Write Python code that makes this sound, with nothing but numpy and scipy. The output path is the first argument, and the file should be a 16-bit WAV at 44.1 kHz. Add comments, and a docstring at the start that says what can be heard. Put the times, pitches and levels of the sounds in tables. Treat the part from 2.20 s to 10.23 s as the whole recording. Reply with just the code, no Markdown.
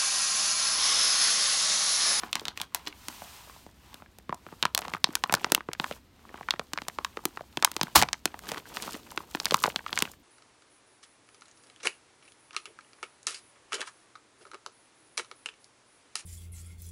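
"""Sharp snaps and rubbing come first: a hand drags a thin plastic bag of toys over a carpet and pulls at it.
Creases buckle in snaps, each unsettling a neighbour, while small crinkles go off at random in between.
Each stroke of the hand makes the film scrape, hiss and crackle; fingertips skid in short scuffs.
The bag comes close after a moment. Later the film rips with a burst, a run of tiny breaks and a low puff.
A small, damped room answers faintly over a low hum."""
import sys
import numpy as np
from scipy import signal
from scipy.fft import irfft
from scipy.io import wavfile
from scipy.ndimage import uniform_filter1d

SR = 44100
rng = np.random.default_rng(int(sys.argv[2]) if len(sys.argv) > 2 else 0)


def file_out(sig):
    """Save sig as 16-bit WAV at sys.argv[1]."""
    # one column per channel
    cols = np.atleast_2d(sig).T
    # limit, then scale
    lim = np.clip(cols, -1, 1)
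    pcm = np.round(lim * 32767).astype(np.int16)
    wavfile.write(sys.argv[1], SR, pcm)


N = 354123  # length in samples
TIME = np.arange(N) / SR  # seconds
TAPS = 2048  # size of the short filters, in samples
BINS = np.fft.rfftfreq(TAPS, 1 / SR) + 1  # Hz, raised by 1 to avoid zero


def amp(db):
    """Turns decibels into a gain."""
    return 10 ** (np.asarray(db) / 20)


def unit(x):
    """Scales a sound to an rms level of 1."""
    return x / np.sqrt(np.mean(x ** 2) + 1e-20)


def read(points, hz):
    """Reads a table between its points, along a log-frequency axis."""
    f, value = np.transpose(points)
    return np.interp(np.log(hz + 1), np.log(f + 1), value)


def add(mix, start_s, sound):
    """Mixes a sound in at its start time."""
    part = mix[max(round(start_s * SR), 0):][:len(sound)]
    part += sound[:len(part)]


def causal(db):
    """Spectrum of the most abrupt pulse that has this colour (minimum phase)."""
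    log_gain = np.log(amp(np.maximum(db, db.max() - 100)))
    circle = np.concatenate([log_gain, log_gain[-2:0:-1]])
    return np.exp(np.conj(signal.hilbert(circle)))[:len(db)]


def colour(x, points):
    """Filters a sound to the colour in a table, at rms 1."""
    pulse = irfft(causal(read(points, BINS)))
    return unit(signal.oaconvolve(x, pulse)[:N])


def low_noise(hz):
    """A dull band of noise from an octave below hz to an octave above."""
    band = signal.butter(2, [hz / 2, hz * 2], "band", fs=SR, output="sos")
    return unit(signal.sosfilt(band, rng.standard_normal(N)))


# colour of the room's hum: pitch_hz, level_db (per Hz)
HUM_COLOUR = [(25, -14.5), (65, 3.5), (150, -8), (230, -4.5), (500, -17), (4000, -26), (15000, -51)]


def room_hum(level_db=-59):
    """A steady low hum: noise shaped mostly into the bass."""
    return amp(level_db) * colour(rng.standard_normal(N), HUM_COLOUR)


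# how near the bag is: time_s, closeness (0 to 1)
BAG_CLOSENESS = [(1.1, 0.25), (2.3, 1)]


def closeness():
    """How near the bag is at each sample: it starts at arm's length, then comes close."""
    time_s, near = np.transpose(BAG_CLOSENESS)
    return np.interp(TIME, time_s, near)


# how long the room takes to fade by 60 dB, before the early boost: pitch_hz, fade_s
ROOM_FADE = [(150, 0.26), (3000, 0.17), (15000, 0.13)]


def room(x, far_db=-12, near_db=-25, first_s=0.0043, early_db=6, early_s=0.051,
         boom_db=7, boom_hz=300, dull_hz=6000):
    """Sparse reflections, strongest at first, fade at a speed set by pitch; fainter beside a close bag."""
    reflections = rng.standard_normal(SR) * (rng.random(SR) < 4000 / SR)  # about 4000 a second
    hz, t, z = signal.stft(reflections, SR)
    hz = hz[:, None]
    fade_db = -60 * t / read(ROOM_FADE, hz)
    early_boost_db = early_db * np.exp(-t / early_s)
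    bass_boost_db = boom_db / (1 + (hz / boom_hz) ** 2)
    z = z * amp(fade_db + early_boost_db + bass_boost_db)
    z = z / np.hypot(1, hz / dull_hz)  # the carpet swallows treble
    tail = signal.istft(z, SR)[1][:SR] * (TIME[:SR] > first_s)
    sent = x * amp(far_db + (near_db - far_db) * closeness())
    return signal.fftconvolve(sent, tail / np.linalg.norm(tail))[:N]


def film(echo=0.51, echo_s=.0012, reach_s=0.0045, dull_hz=7000, count=10):
    """Bending waves reach the air directly and from nearby folds; treble runs ahead of bass."""
    late_s = reach_s * (np.arange(count) + rng.uniform(0.09, 1, count))[:, None] / count
    sign = rng.choice([-1, 1], (count, 1))
    loss = late_s / echo_s * np.sqrt(1 + BINS / dull_hz) / 2
    echoes = echo * sign * np.exp(-loss - 2j * np.pi * BINS * late_s)
    paths = 1 + echoes.sum(0)
    # even out the broad colour, keep the fine ripples
    paths /= np.sqrt(uniform_filter1d(abs(paths) ** 2, size=45))
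    # in a bending sheet the delay goes as 1 / sqrt(frequency), so every snap droops in pitch
    delay_s, at_hz = .002, 400
    return paths * np.exp(-4j * np.pi * delay_s * np.sqrt(at_hz * BINS))


def slips(per_s, spread_db):
    """A random train of tiny slips, most small and a few large."""
    size = amp(spread_db * np.minimum(rng.exponential(1, N), 4))
    happens = rng.random(N) < per_s / SR
    return unit(size * rng.choice([-1, 1], N) * happens)


def crackle(per_s, spread_db, count=8):
    """Tiny slips spread over patches of the film: wide patches sound low, narrow ones high."""
    out = np.zeros(N)
    for patch_hz in np.geomspace(500, 16000, count):
        band_db = -20 * np.log10(1 + np.log2(BINS / patch_hz) ** 4)
        pulse = irfft(causal(band_db) * film())[:TAPS // 2]
        out += signal.oaconvolve(slips(per_s / count, spread_db), pulse)[:N]
    return unit(out)


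# strokes of the hand that slide the film:
# start_s, length_s, scrape_db and hiss_db (peaks, before the trims in rubbing), crackle_share (0 to 1)
HAND_STROKES = [(-.16, .3, -45, -54, .3), (.1, .24, -51, -59, .4), (.35, .11, -48, -58, .5),
                (.5, .25, -50, -64, .3), (.68, .6, -49, -50.5, .06), (1, .54, -53, -55, .04),
                (1.54, .33, -55, -64.5, .04), (2.139, .4, -58, -65, .1), (2.53, .28, -51, -54.5, .85),
                (2.82, .26, -57, -55.5, .5), (3.03, .4, -49, -59, .7), (3.56, .25, -50, -50, .25),
                (3.9, .56, -57, -66, .3), (4.359, 1.2, -62.5, -63, .3), (5.3, .72, -56, -59, .35),
                (6.02, .3, -58, -65.5, .3), (6.21, .23, -45, -51, .5), (6.408, .42, -47, -43, .6),
                (6.7, .46, -54, -56, .5), (7.07, .6, -53, -43, .92), (7.6, .37, -52, -48, .8)]


def hand(arch=1.35, held_scrape_db=-73, held_hiss_db=-69, held_catch=.1):
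    """Scrape dB, hiss dB and crackle share at each sample: each stroke speeds up and slows down in one arch."""
    # the film creeps even while it is only held
    scrape, hiss = np.full(N, amp(held_scrape_db)), np.full(N, amp(held_hiss_db))
    caught = held_catch * scrape
    for start_s, length_s, scrape_db, hiss_db, catch in HAND_STROKES:
        during = (TIME > start_s) & (TIME < start_s + length_s)
        speed = abs(np.sin(np.pi * (TIME[during] - start_s) / length_s)) ** arch
        scrape[during] += amp(scrape_db) * speed
        hiss[during] += amp(hiss_db) * speed
        caught[during] += catch * amp(scrape_db) * speed
    return 20 * np.log10(scrape), 20 * np.log10(hiss), np.clip(caught / scrape, 0, 1)


def sliding(unsteady_db=3.5, grip_s=0.022):
    """Smooth sliding hisses; where the film catches, it breaks up into crackle and flutters with the grip."""
    share = hand()[2]
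    pressure = np.interp(TIME / grip_s, np.arange(N), rng.standard_normal(N))
    grains = crackle(per_s=420, spread_db=6)
    smooth = rng.standard_normal(N)
    drive = np.sqrt(share) * grains + np.sqrt(1 - share) * smooth
    return drive * amp(unsteady_db * np.sqrt(2 * share) * pressure)


# colours of the two parts of sliding: pitch_hz, level_db (per Hz)
SCRAPE_COLOUR = [(100, -17), (520, -12), (950, 2.5), (1500, -5), (2800, -6), (10000, -24.5)]
HISS_COLOUR = [(1200, -70.5), (2500, 6), (4200, 7), (6500, 5.5), (9000, 4), (11000, 0.5), (14000, 4),
               (16000, -3.5)]


def rubbing(scrape_trim_db=-4, hiss_trim_db=-2, body_db=-4.0, body_hz=285):
    """Scrape and hiss of the moving film; where it catches close by, the flexing bag also rumbles."""
    scrape_db, hiss_db, share = hand()
    catching = np.sqrt(np.minimum(2 * share, 1))
    body = amp(body_db) * closeness() * catching * low_noise(body_hz)
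    scrape = amp(scrape_trim_db) * colour(sliding(), SCRAPE_COLOUR)
    hiss = colour(sliding(), HISS_COLOUR)
    return amp(scrape_db) * (scrape + body) + amp(hiss_db + hiss_trim_db) * hiss


# short stick-slip runs under the fingertips: middle_s, length_s, level_db
SCUFF_RUNS = [(0.561, 0.0097, -37.5), (0.677, 0.026, -33), (3.11, 0.021, -49.5), (6.294, 0.014, -33.5),
              (6.378, 0.023, -36), (6.641, 0.054, -41), (6.745, 0.033, -37.5)]
# colour of a scuff: pitch_hz, level_db (per Hz)
SCUFF_COLOUR = [(40, -24), (250, 6.5), (500, -14.5), (1000, -11.5), (4500, -12), (16000, -29.5)]


def scuffs():
    """A fingertip skids a short way in a dense run of slips."""
    swell = np.zeros(N)
    for middle_s, length_s, level_db in SCUFF_RUNS:
        swell += amp(level_db) * np.exp(-2 * (2 * (TIME - middle_s) / length_s) ** 2)
    return swell * colour(crackle(per_s=2800, spread_db=6), SCUFF_COLOUR)


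# colour of the tear: pitch_hz, level_db (per Hz)
TEAR_COLOUR = [(40, -33), (170, -6.5), (1200, -3.5), (1900, -10.5), (4300, -7.5), (9000, -15.5),
               (16000, -17.5)]


def rip(start_s=5.748, rise_s=0.0098, burst_db=-8, burst_s=.02, run_db=-20, run_s=.058,
        puff_s=5.762, puff_db=-26, puff_decay_s=0.036, puff_hz=105):
    """The film bursts, the tear runs on in tiny breaks and stalls; the slack bag lets go a low puff of air."""
    age_s = np.maximum(TIME - start_s, 0)
    burst = amp(burst_db) * np.exp(-(age_s / burst_s) ** 4)
    run_on = amp(run_db) * np.exp(-(age_s / run_s) ** 4)
    rise = np.minimum(age_s / rise_s, 1) ** 3
    breaks = colour(crackle(per_s=6600, spread_db=0.5), TEAR_COLOUR)
    tear = rise * np.hypot(burst, run_on) * breaks
    puff = (TIME > puff_s) * np.exp(-abs(TIME - puff_s) / puff_decay_s)
    return tear + amp(puff_db) * puff * low_noise(puff_hz)


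# how the film radiates a snap: pitch_hz, level_db (per Hz)
FILM_COLOUR = [(40, -35.5), (150, 0), (500, -5), (1000, 1), (2000, -4), (14000, -5)]


def snap(strength_db, ring_hz, bass_db, edge_hz, ring_db=9.5, ring_octaves=0.41, bass_hz=660):
    """A crease flips a panel of film, which rings for a few cycles and pushes a little air."""
    ring = ring_db / (1 + abs(np.log2(BINS / ring_hz) / ring_octaves) ** 3)
    push = bass_db / (1 + (BINS / bass_hz) ** 2)
    # the speed of the flip limits the treble
    loss = 10 * np.log10(1 + (BINS / edge_hz) ** 4.75)
    total_db = strength_db + read(FILM_COLOUR, BINS) + ring + push - loss
    return irfft(causal(total_db) * film())[:TAPS // 2]


def crinkles(over_db=29, spread_db=13, ring_hz=1400, edge_hz=2800, edge_octaves=1.72, sharp_db=-6, count=330):
    """Small creases flip at random, more often and harder where the film catches; quick ones are bright, weak."""
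    out = np.zeros(N)
    scrape_db, _, share = hand()
    strain = np.cumsum(share * amp(scrape_db / 4))
    for when, force, size, speed in rng.random((count, 4)):
        at = np.searchsorted(strain, when * strain[-1])  # more strain, more crinkles
        quick = 2 * speed - 1  # -1 slow to 1 quick
        level_db = scrape_db[at] + over_db + spread_db * force ** 2 + sharp_db * quick
        panel_hz = ring_hz * 2 ** (2 * size - 1 + quick)
        add(out, at / SR, snap(level_db, panel_hz, 0, edge_hz * 2 ** (edge_octaves * quick)))
    return out


# the creases that buckle audibly:
# start_s, strength_db, ring_hz (of the panel), bass_db (push of air), edge_hz (where treble falls off)
CREASE_SNAPS = [(0.0338, 7, 5420, -11.5, 1426), (0.1292, 6, 3140, -19, 6750), (.1543, 10.5, 268, -16, 5900),
                (0.1959, -7, 3870, -11, 6700), (0.2535, -1.5, 3520, -13, 6550),
                (0.282, 1.5, 3760, -5.5, 6260), (0.3746, -3.5, 2440, -12, 7100), (.4, -5, 3200, -23, 5340),
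                (0.415, 0.5, 3330, -16, 11500), (0.5472, 7.5, 845, -22.5, 18000),
                (.726, -12, 2580, -17, 2900), (0.8839, 0.5, 284, -8, 10200), (1.464, -21.5, 614, 23, 4855),
                (1.7428, -15, 3500, 9, 18000), (1.8214, -10, 653, 0.5, 1810),
                (1.9855, -17.5, 530, 3, 14900), (2.0935, -4.5, 1050, 17, 2720),
                (2.1254, 8, 910, -4.5, 1280), (2.1448, -19.5, 7000, -7, 13000),
                (2.265, -4.5, 390, 1.5, 1870), (2.325, -3, 7330, 4, 1100), (2.4266, 10.5, 3520, -6, 5430),
                (2.4344, 8.5, 3250, -5, 1700), (2.4529, 12, 1190, -1, 4600), (2.5486, 7.5, 3870, -9, 18000),
                (2.5767, 10.5, 710, -21.5, 8800), (2.5898, 0, 800, -5, 8400), (2.618, -4.5, 825, -2, 4700),
                (2.6514, -4.5, 1000, -3, 3480), (2.681, -3.5, 850, -0.5, 4580),
                (2.7365, 2.5, 2100, 3, 3960), (2.748, 0.5, 1120, 3, 2440), (2.8424, 16, 4140, -8, 5140),
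                (2.8885, -19, 310, 25.5, 5300), (2.9534, 13, 295, -26, 8700),
                (3.0378, 14.5, 940, -14.5, 3880), (3.0955, 9, 2530, -3, 1700), (3.1244, 5.5, 780, 2, 10500),
                (3.1393, 13, 1510, 6.5, 9150), (3.15, 1, 4700, 5, 11500), (3.2443, 17, 5800, -9.5, 2320),
                (3.3199, 14.5, 337, 1, 12300), (3.3481, 12.5, 2760, -12.5, 18300),
                (3.3773, 18, 328, -24, 785), (3.487, 3, 340, 10, 1560), (3.5326, 3.5, 570, -32, 6500),
                (3.5982, 9, 3800, 2, 2870), (3.642, 10, 1260, -21, 2460), (3.711, 0.5, 527, 4, 2980),
                (4.1419, 2, 380, -6.5, 1330), (4.2095, -10, 915, 12.5, 2000),
                (4.2861, 10.5, 1580, -18, 1720), (4.307, 12.5, 3800, -25, 4600), (4.3376, 8, 400, -9, 1610),
                (4.3946, 6.5, 493, -0.5, 3600), (4.534, 5, 320, -3, 6350),
                (4.5754, 19.5, 4920, -31.5, 1220), (4.6184, -3.5, 270, 4, 4240),
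                (4.6834, 2.5, 730, -5, 9500), (4.786, 2.5, 1040, 5, 2940), (4.847, 10.5, 1060, -28, 4500),
                (4.971, 5.5, 406, -5, 2330), (5.054, 8, 332, 2, 18100), (5.1725, 13, 360, -22.5, 1310),
                (5.208, -7.5, 603, 10, 2000), (5.372, 1.5, 3070, 15.5, 6100), (5.425, 11.5, 734, -9, 5130),
                (5.4338, 19, 1390, -26, 700), (5.4471, 21, 890, -28, 9800), (5.5159, -4, 270, -7, 12100),
                (5.5651, 6.5, 347, -6, 6600), (5.6123, 10.5, 5750, 5.5, 4200), (5.6317, 1, 3920, 13, 17700),
                (5.8161, 8, 1750, -7, 7500), (5.8238, 15.5, 686, -1.5, 6300), (5.832, 9, 2000, 2, 5000),
                (5.887, 6.5, 4970, -12, 2280), (5.9304, 11, 6370, -17, 4400), (6.0557, 13, 338, -6, 8800),
                (6.1418, 11, 290, -21.5, 1090), (6.191, -13, 1670, -13, 14900),
                (6.3173, 1.5, 525, 3.5, 7100), (6.5697, 9, 290, -18, 3000), (6.9754, 13.5, 347, -17, 2700),
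                (7.1489, 9.5, 324, -2.5, 3080), (7.2001, 2, 4800, -6, 5560),
                (7.2554, 6.5, 4500, -5.5, 9700), (7.2659, 1, 2020, -5, 2900),
                (7.309, 5.5, 3760, -4.5, 6060), (7.3204, -0.5, 580, 19, 5000), (7.343, 15, 1100, -2, 6450),
                (7.4383, 15.5, 1100, -15.5, 4580), (7.4457, 10, 580, 0, 2200), (7.4569, 20, 450, -20, 1220),
                (7.4771, 23, 560, -14.5, 595), (7.56, 6.5, 3730, -2, 4800), (7.6631, 8, 1110, -31, 1900),
                (7.7285, 6, 3950, -5, 3420), (7.7752, 11, 1850, -23, 3450), (7.789, 5, 7300, -12, 6800),
                (7.8228, 8.5, 2760, 5.5, 12200)]


def snaps(lag_s=.02, follow_db=-14, follow_share=0.52, spread_db=7, ring_hz=1400, bass_db=-8, edge_hz=1700):
    """Big creases give way one by one; each sheds its load on a neighbour, which follows dully."""
    out = np.zeros(N)
    for start_s, strength_db, *panel in CREASE_SNAPS:
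        add(out, start_s, snap(strength_db, *panel))
        wait, force, size = rng.uniform(-1, 1, 3)
        neighbour_db = follow_db + follow_share * strength_db + spread_db * force
        neighbour = snap(neighbour_db, ring_hz * 2 ** size, bass_db, edge_hz * 2 ** size)
        add(out, start_s + lag_s * 2 ** wait, neighbour)
    return out


def scene():
    """The hum of the room, the bag and the bag's echo."""
    hum = room_hum()
    bag = rubbing() + scuffs() + crinkles() + rip() + snaps()
    return (bag + room(bag) + hum)[None]


def record(dry):
    """Peaks beyond full scale are cut flat; then the top treble is filtered off."""
    clipped = np.clip(dry, -1, 1)
    lowpass = signal.firwin(255, 16300, window=("kaiser", 8), fs=SR)  # edge in Hz
    return signal.oaconvolve(clipped, lowpass[None], "same")


dry = scene()
out = record(dry)
file_out(out)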